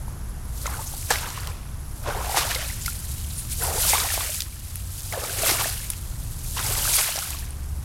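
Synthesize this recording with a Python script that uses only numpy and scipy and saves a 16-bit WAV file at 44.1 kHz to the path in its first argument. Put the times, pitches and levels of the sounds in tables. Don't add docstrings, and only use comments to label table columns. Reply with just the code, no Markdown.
import sys
import numpy as np
from scipy import signal
from scipy.fft import rfft, irfft, next_fast_len
from scipy.io import wavfile
from scipy.ndimage import uniform_filter1d

SR = 44100
rng = np.random.default_rng(int(sys.argv[2]) if len(sys.argv) > 2 else 0)


def transcribe(signal):
    frames = np.atleast_2d(signal).T
    limited = np.clip(frames, -1, 1)
    pcm = np.round(limited * 32767).astype(np.int16)
    wavfile.write(sys.argv[1], SR, pcm)


N = 345744
TICKS_S = np.arange(0, N / SR, .001)

# [t/s, level/dB before layer trims]
STIR_CURVE = [(0, -54.5), (0.45, -58.5), (1.8, -54.5), (2.5, -40), (3.05, -38.5), (3.4, -38), (4.6, -42),
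              (5.0, -40.5), (6.2, -43), (7.55, -49.5), (7.84, -48.5)]
# [t/s, attack/s, hold/s, stems/dB and mud/dB before impact and layer trims, opened cavity f/Hz]
BOOT_PRESSES = [(0.657, 0.013, 0.11, -46.5, -36.5, 724), (1.1, 0.0093, .17, -37.5, -38, 955),
                (1.376, 0.038, 0.11, -43.5, -40.5, 983), (2.086, 0.027, 0.28, -41.5, -33.5, 581),
                (2.382, 0.043, 0.15, -34.5, -32.5, 824), (2.511, 0.018, 0.074, -34.5, -34.5, 742),
                (3.632, 0.021, 0.39, -42.5, -32, 538), (3.955, 0.085, 0.039, -30.5, -49, 865),
                (4.115, 0.026, 0.12, -35, -39.5, 750), (5.13, 0.0059, 0.3, -39, -35, 552),
                (5.493, 0.067, 0.055, -30, -30, 615), (5.596, 0.02, 0.057, -34.5, -35, 774),
                (6.577, 0.012, .36, -35, -36.5, 778), (6.968, 0.031, 0.11, -31.5, -45, 1030),
                (7.17, 0.038, 0.16, -40, -46, 788)]


def from_db(db):
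    return 10 ** (np.asarray(db) / 20)


def rms_one(x):
    return x / np.sqrt(np.mean(x ** 2) + 1e-20)


def in_time(rows, axis=1):
    rows = np.array(rows)
    return np.interp(np.arange(N) / SR, rows[:, 0], rows[:, axis])


def per_sample(control):
    return np.interp(np.arange(N) / SR, TICKS_S, control)


def drift(rate_hz):
    step = 40
    settle = 2000
    r = np.exp(-2 * np.pi * step * rate_hz / SR)
    noise = rng.standard_normal(N // step + settle + 2)
    slow = signal.lfilter([1], [1, -2 * r, r * r], noise)[settle:]
    return np.interp(np.arange(N) / step, np.arange(len(slow)), rms_one(slow))


def colour(x, spectrum):
    size = next_fast_len(N + SR // 2) // 2 * 2
    octave = np.log2(np.maximum(np.arange(size // 2 + 1) * SR / size, 1))
    hz, db = np.transpose(spectrum)
    outside = np.abs(octave - np.clip(octave, np.log2(hz[0]), np.log2(hz[-1])))
    level_db = np.interp(octave, np.log2(hz), db) - 18 * np.minimum(outside, 3)
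    cepstrum = irfft(np.log(from_db(level_db)), size)
    cepstrum[1:size // 2] *= 2
    cepstrum[size // 2 + 1:] = 0
    response = np.exp(rfft(cepstrum))
    return rms_one(irfft(rfft(x, size) * response, size)[:N])


def grains(per_s, spread_db):
    born = rng.random(N) < per_s / SR
    sizes = from_db(spread_db * np.minimum(rng.exponential(1, N), 4.5))
    signs = rng.choice([-1, 1], N)
    return rms_one(born * sizes * signs / np.sqrt(per_s))


def resonate(x, hz, width_hz):
    r = np.exp(-np.pi * width_hz / SR)
    zeros = np.array([1, 0, -1]) * (1 - r * r) / 2
    poles = [1, -2 * r * np.cos(2 * np.pi * hz / SR), r * r]
    return signal.lfilter(zeros, poles, x)


def add(track, s, sound):
    start = int(np.clip(s * SR, 0, N - 1))
    track[start:start + len(sound)] += sound[:N - start]


def bubble(hz, t60_s, glide, opening_cycles=3.2):
    t60_s = max(t60_s, .002)
    t = np.arange(int(min(1.3 * t60_s, .1) * SR)) / SR
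    age = t / t60_s
    tone = np.sin(2 * np.pi * np.cumsum(hz * (1 + glide * age)) / SR)
    opening = 1 - np.exp(-(t * hz / opening_cycles) ** 2)
    return tone * opening * from_db(-60 * age)


def froth(pitch_hz, per_s, scatter, cycles, spread_db, glide):
    out, draws = np.zeros(N), rng.standard_normal((7000, 3))
    times = np.cumsum(rng.exponential(1, len(draws))) / per_s
    for s, (size, detune, damping) in zip(times[times < (N - 1) / SR], draws):
        hz = min(pitch_hz[int(s * SR)] * np.exp(scatter * detune), SR / 3)
        t60_s = cycles / hz * np.exp(.3 * damping)
        add(out, s, from_db(spread_db * size) * bubble(hz, t60_s, glide))
    return out / np.sqrt(uniform_filter1d(out ** 2, size=2600) + 1e-6)


def leg_effort():
    swings = [(1.11, -35.5, 6, 24.5, 0.41, -28.5, 0.017), (2.378, -31.5, 42, 16, 0.35, -28, 0.06),
              (3.898, -25.5, 42.5, 10.5, 0.47, -19, 0.045), (5.479, -28, 26.5, 24, 0.43, -20.5, 0.062),
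              (6.96, -24, 31, 33, 0.46, -21, 0.2)]
    # [t/s, level/dB before layer trims, 1/e half-width of power/s]
    tuft_drags = [(0.595, -40.5, 0.017), (2.885, -32.5, 0.039), (3.107, -42, 0.023), (3.523, -26.5, 0.013),
                  (3.65, -29.5, 0.079), (3.826, -22.5, .03), (4.136, -27, 0.018), (4.315, -39, 0.033),
                  (5.649, -27.5, 0.044), (6.663, -30, 0.038)]
    lead_s, release_db_per_s, whip_decay_s = .52, 116, 0.08
    power = from_db(np.interp(TICKS_S, *np.transpose(STIR_CURVE))) ** 2
    for s, rustle_db, build, fade, trail_s, whip_db, attack_s in swings:
        before, after = np.maximum(s - TICKS_S, 0), np.maximum(TICKS_S - s, 0)
        clear_s = np.maximum(before - lead_s, 0) + np.maximum(after - trail_s, 0)
        power += from_db(rustle_db - build * before - fade * after - release_db_per_s * clear_s) ** 2
        power += (from_db(whip_db) * np.exp(-before / attack_s - after / whip_decay_s)) ** 2
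    for s, db, length_s in tuft_drags:
        power += from_db(db) ** 2 * np.exp(-((TICKS_S - s) / length_s) ** 2)
    return per_sample(10 * np.log10(power))


def swish(effort_db, level_db=-1.0, per_s=5000, spread_db=2.5, smooth=0.95, flutter_db=1.15, patchy_db=1.5):
    # [f/Hz, relative level/(dB per Hz)]
    blade_spectrum = [(1200, -26.5), (2500, -11.5), (4000, -5), (6000, -3), (8500, 0.5), (11500, 0.5),
                      (13500, -3), (16000, -12.5)]
    slip_rate = per_s * from_db(effort_db + 32.0)
    slips = grains(slip_rate, spread_db) + smooth * rng.standard_normal(N)
    sound = colour(slips, blade_spectrum)
    tufts = np.zeros(N)
    for hz in np.geomspace(2800, 13500, 10):
        tufts += resonate(sound, hz, hz / 6) * (from_db(patchy_db * drift(58)) - 1)
    depth_db = flutter_db * np.clip(from_db(-.4 * (effort_db + 29.0)), .5, 1.3)
    return rms_one(sound + tufts) * from_db(level_db + effort_db + depth_db * drift(35))


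def flicks(effort_db, level_db=-45, per_band_s=14, width=0.14):
    raised_db = effort_db + 32.5
    rate = per_band_s * from_db(0.45 * raised_db)
    ticks = sum(resonate(grains(rate, 2.3), hz, width * hz) for hz in np.geomspace(2400, 10000, 8))
    gate = np.clip(raised_db / 14 + 1.2, 0, 1)
    return from_db(level_db + raised_db) * gate * rms_one(ticks)


def squeaks(width_hz=550):
    # [t/s, level/dB before the envelope, f/Hz, 1/e half-width/s]
    squeak_events = [(0.668, -24, 6660, 0.0018), (0.874, -34, 6300, 0.01), (2.82, -34, 7100, 0.01),
                     (3.308, -38, 4030, .008), (3.39, -31.5, 9350, 0.023), (3.53, -28, 9400, 0.0072),
                     (3.637, -25, 11150, 0.0063)]
    out, t = np.zeros(N), np.arange(-SR // 20, SR // 20) / SR
    for s, db, hz, length_s in squeak_events:
        ring = rms_one(resonate(rng.standard_normal(len(t)), hz, width_hz))
        add(out, s + t[0], from_db(db) * ring * np.exp(-(t / length_s) ** 2))
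    return out


def boot_load():
    impact_s, sag_db_per_s = 0.022, 1
    stems_impact_db, stems_release_db_per_s = 6.5, 63
    mud_impact_db, mud_release_db_per_s = 0.5, 128
    stems_stir_db, mud_stir_db = -11.5, -30
    stir_db = np.interp(TICKS_S, *np.transpose(STIR_CURVE))
    stems, mud = from_db(stir_db + stems_stir_db) ** 2, from_db(stir_db + mud_stir_db) ** 2
    for s, attack_s, hold_s, stems_db, mud_db, _ in BOOT_PRESSES:
        before, after = np.maximum(s - TICKS_S, 0), np.maximum(TICKS_S - s, 0)
        push = np.exp(-before / attack_s) * from_db(-sag_db_per_s * after)
        impact, released_s = np.exp(-after / impact_s), np.maximum(after - hold_s, 0)
        stems += (push * from_db(stems_db + stems_impact_db * impact - stems_release_db_per_s * released_s)) ** 2
        mud += (push * from_db(mud_db + mud_impact_db * impact - mud_release_db_per_s * released_s)) ** 2
    return per_sample(np.sqrt(stems)), per_sample(np.sqrt(mud))


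def crush(load, level_db=-3.0, per_s=1500, smooth=0.71, clump_db=2.0):
    # [f/Hz, relative level/(dB per Hz)]
    stem_spectrum = [(500, -29), (900, -6), (1500, 0), (2500, 1), (4000, -1.5), (6000, -2), (10000, -13)]
    cracks = grains(per_s, spread_db=0) + smooth * rng.standard_normal(N)
    clumped = cracks * from_db(clump_db * drift(21))
    return from_db(level_db) * load * colour(clumped, stem_spectrum)


def splinters(load, level_db=-9, per_band_s=22, spread_db=3.5, width=.3):
    cracks = sum(resonate(grains(per_band_s, spread_db), hz, width * hz) for hz in np.geomspace(1200, 5000, 6))
    return from_db(level_db) * load * rms_one(cracks)


def snaps(trim_db=-1.0, crack=0.89):
    # [t/s, peak/dB before trim, f/Hz, decay/s, bandwidth as a share of f]
    snap_events = [(0.667, -21, 3500, .002, .4), (1.1047, -9, 7500, .003, 0.17),
                   (1.3022, -26, 6370, .0014, .18), (1.4728, -17.5, 4000, 0.0015, 0.45),
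                   (2.5512, -10.5, 3620, .0016, .16), (2.86, -14, 5000, 0.0031, .35),
                   (4.0014, -9, 3270, 0.0025, 0.33), (4.3453, -11.5, 9000, .0014, .25),
                   (4.4052, -7.5, 4630, 0.0021, 0.27), (4.4203, -14.5, 4250, 0.0013, 0.33),
                   (4.757, -14, 10500, 0.00091, .14), (5.124, -16.5, 2150, 0.0026, 0.18),
                   (5.9017, -10, 9800, 0.0034, 0.19), (5.934, -22, 2800, 0.0022, .35),
                   (7.159, -16, 5430, 0.003, .14), (7.1884, -12.5, 5170, .0023, 0.45),
                   (7.3053, -15, 10700, .0007, .19), (7.5065, -23, 9350, 0.00094, .11)]
    out, t = np.zeros(N), np.arange(SR // 25) / SR
    high = signal.butter(2, 1500, "high", fs=SR, output="sos")
    for s, db, hz, decay_s, width in snap_events:
        tear = signal.sosfilt(high, rng.standard_normal(len(t)) * np.exp(-t / decay_s))
        snap = resonate(tear, hz, width * hz) + crack * width * tear
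        add(out, s, from_db(db + trim_db) * snap / np.abs(snap).max())
    return out


def cavity_pitch():
    squeeze_share, opens_s = 0.41, 0.051
    squeeze = sum((TICKS_S >= s) * np.exp(-np.abs(TICKS_S - s) / opens_s) for s, *_ in BOOT_PRESSES)
    return in_time(BOOT_PRESSES, axis=5) * per_sample(1 + squeeze_share * squeeze)


def squelch(load, bubbles_db=-4, slosh_db=-7, gulp_db=2.6):
    bubbles = froth(cavity_pitch(), per_s=420, scatter=0.258, cycles=14.2, spread_db=4.5, glide=0.25)
    slosh = colour(grains(1400, 2.7), [(200, -14), (430, -3.5), (750, -8.0), (1400, -3.0)])
    gulps = from_db(gulp_db * drift(8.2))
    return load * gulps * (from_db(bubbles_db) * bubbles + from_db(slosh_db) * slosh)


def fizz(load, level_db=-6, pitch_hz=3200):
    bubbles = froth(np.full(N, pitch_hz), per_s=600, scatter=0.431, cycles=22, spread_db=7.5, glide=0.083)
    return from_db(level_db) * load * bubbles


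def plunges(per_s=6000, spread_db=4.0):
    # [t/s, level/dB, rise/s, decay/s]
    plunge_events = [(1.11, -20, 0.0043, 0.042), (2.373, -21, 0.013, 0.046), (5.493, -20, 0.0051, 0.014),
                     (6.987, -21, 0.0062, 0.019)]
    # [f/Hz, relative level/(dB per Hz)]
    splash_spectrum = [(180, -50), (350, -6), (700, 4), (1600, 2.5), (2700, -2), (5500, 0), (10000, -15),
                       (16000, -22)]
    t, force = np.arange(N) / SR, np.zeros(N)
    for s, db, rise_s, decay_s in plunge_events:
        force += from_db(db) * np.exp(-np.maximum((s - t) / rise_s, (t - s) / decay_s))
    return force * colour(grains(per_s, spread_db), splash_spectrum)


def pops(glide=0.058, upper_db=-14, upper_ratio=1.88):
    # [t/s, level/dB before the bubble envelope, starting f/Hz, t60/s]
    pop_events = [(0.08, -29.5, 902, 0.021), (0.658, -15.5, 1300, 0.015), (0.665, -22.5, 2090, .023),
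                  (0.676, -19.5, 1030, .023), (0.792, -24, 880, 0.046), (0.937, -29, 781, 0.03),
                  (1.105, -11, 1706, 0.032), (1.108, -10.5, 844, .025), (1.157, -12.5, 2110, 0.0088),
                  (1.375, -21, 1070, 0.024), (1.478, -27.5, 1070, .025), (2.089, -18, 576, 0.037),
                  (2.107, -21, 1510, .025), (2.295, -17.5, 800, 0.039), (2.344, -13, 800, 0.032),
                  (2.371, -4, 890, 0.012), (2.88, -18, 1385, 0.033), (3.738, -26, 566, 0.033),
                  (3.779, -20, 870, .03), (3.934, -3.5, 830, 0.014), (3.947, -11, 930, 0.015),
                  (3.954, -15, 1130, 0.031), (4.139, -20, 700, 0.017), (4.177, -7.5, 695, 0.0089),
                  (4.207, -20.5, 1130, 0.026), (4.292, -28.5, 606, 0.059), (5.137, -16.5, 670, .02),
                  (5.174, -18, 525, 0.048), (5.234, -18, 579, .025), (5.433, -18, 640, 0.062),
                  (5.603, -20.5, 1130, .035), (5.656, -19, 647, 0.036), (6.57, -19.5, 970, 0.023),
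                  (6.853, -17.5, 1270, 0.018), (6.876, -17.5, 1530, .02), (7.089, -17.5, 685, 0.016),
                  (7.156, -21, 610, 0.023), (7.177, -14.5, 720, 0.011), (7.186, -23.5, 781, 0.028),
                  (7.226, -26, 1270, .025), (7.346, -29, 1090, 0.025)]
    out = np.zeros(N)
    for s, db, hz, t60_s in pop_events:
        add(out, s, from_db(db) * bubble(hz, t60_s, glide, opening_cycles=.7))
        add(out, s, from_db(db + upper_db) * bubble(hz * upper_ratio, t60_s / 2, glide, opening_cycles=.7))
    return out


def squirts(length_s=0.013, rise_ratio=1.4):
    # [t/s, peak/dB, starting f/Hz]
    squirt_events = [(2.699, -31, 1800), (2.859, -28.5, 1900), (3.62, -29, 1300), (5.295, -29.5, 1395),
                     (6.601, -32, 1250), (6.985, -23, 1930)]
    out, age = np.zeros(N), np.linspace(0, 1, int(length_s * SR))
    envelope = np.sin(np.pi * np.sqrt(age)) ** 2
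    for s, db, start_hz in squirt_events:
        phase = 2 * np.pi * np.cumsum(start_hz * rise_ratio ** age) / SR
        add(out, s, from_db(db) * envelope * np.sin(phase))
    return out


def thuds(t60_s=0.036, contact_db=-9, contact_s=0.003):
    # [t/s, ring peak/dB, starting f/Hz]
    thud_events = [(1.106, -17.5, 484), (2.167, -29, 425), (2.377, -29.5, 318), (3.755, -26, 426),
                   (5.514, -23, 340), (6.706, -30, 407)]
    out, t = np.zeros(N), np.arange(SR // 100) / SR
    soft = signal.butter(1, [350, 2200], "band", fs=SR, output="sos")
    for s, db, hz in thud_events:
        ring = bubble(hz, t60_s, glide=0.036, opening_cycles=0.78)
        contact = signal.sosfilt(soft, rng.standard_normal(len(t)) * np.exp(-t / contact_s))
        add(out, s, from_db(db) * ring / np.abs(ring).max())
        add(out, s, from_db(db + contact_db) * contact / np.abs(contact).max())
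    return out


def drone(hz, db, wander=0.00663, waver_db=1.5):
    phase = 2 * np.pi * np.cumsum(hz * (1 + wander * drift(3.7))) / SR
    return np.sqrt(2) * np.sin(phase) * from_db(db + waver_db * drift(2.6))


def engine():
    # [t/s, firing f/Hz, level/dB], before wander and waver
    engine_curve = [(0, 72, -54), (1, 71.5, -39), (2.5, 70.5, -49), (3.2, 72.4, -36), (3.9, 77.5, -37.5),
                    (4.6, 86, -40.5), (5.1, 96, -41), (5.7, 107, -44), (6.4, 116, -43), (6.85, 119, -40),
                    (7.1, 69, -58), (7.4, 69, -35), (7.84, 74, -33)]
    return drone(in_time(engine_curve), in_time(engine_curve, axis=2))


def rumble(noise_db=-34.5):
    # [f/Hz, relative level/(dB per Hz)]
    rumble_spectrum = [(15, -6.5), (25, -0.5), (40, -2.5), (55, 1), (72, -3), (95, -3.5), (125, -11.5),
                       (175, -16.5), (260, -24), (400, -32.5), (700, -66.5)]
    # [f/Hz, level/dB], before wander, waver and swell
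    machinery = [(58, -45), (121, -48), (145.2, -51.5)]
    # [t/s, gain/dB]
    rumble_swell = [(0, 2.5), (1.4, 1), (3.0, 1.5), (3.85, 3), (3.97, -2), (4.6, -2), (6.87, 3), (7.07, -7),
                    (7.35, -0.5), (7.84, 2)]
    noise = from_db(noise_db) * colour(rng.standard_normal(N), rumble_spectrum)
    hums = sum(drone(hz, db) for hz, db in machinery)
    return from_db(in_time(rumble_swell)) * (noise + hums)


def meadow_hiss(level_db=-49):
    # [f/Hz, relative level/(dB per Hz)]
    air_spectrum = [(150, 2), (400, 0), (950, 0.5), (1500, -2.5), (2500, -11.5), (4000, -13.5), (6000, -10),
                    (8500, -11), (11000, -13), (13000, -14), (16000, -29)]
    # [t/s, gain/dB]
    air_swell = [(0, 2), (1.8, 1), (3.3, -1), (4.6, -5), (5.1, -0.5), (6.3, -0.5), (7.84, -0.5)]
    return from_db(level_db + in_time(air_swell)) * colour(rng.standard_normal(N), air_spectrum)


def insects(level_db=-54, pulse_db=2.0, sway_db=1.5):
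    # [f/Hz, relative level/(dB per Hz)]
    insect_spectrum = [(8500, -22), (10000, 2), (10900, 9), (11800, 0), (13000, -15)]
    gain = from_db(level_db + pulse_db * drift(30) + sway_db * drift(0.57))
    return gain * colour(rng.standard_normal(N), insect_spectrum)


def scene():
    effort_db = leg_effort()
    on_stems, on_mud = boot_load()
    grass = swish(effort_db) + flicks(effort_db) + squeaks()
    stems = crush(on_stems) + splinters(on_stems) + snaps()
    marsh = squelch(on_mud) + fizz(on_stems) + plunges() + pops() + squirts() + thuds()
    background = engine() + rumble() + meadow_hiss() + insects()
    return (grass + stems + marsh + background)[None, :]


def record(dry):
    cutoff_hz = 15900
    low_pass = signal.ellip(12, .1, 90, cutoff_hz, fs=SR, output="sos")
    return signal.sosfilt(low_pass, dry)


dry = scene()
out = record(dry)
transcribe(out)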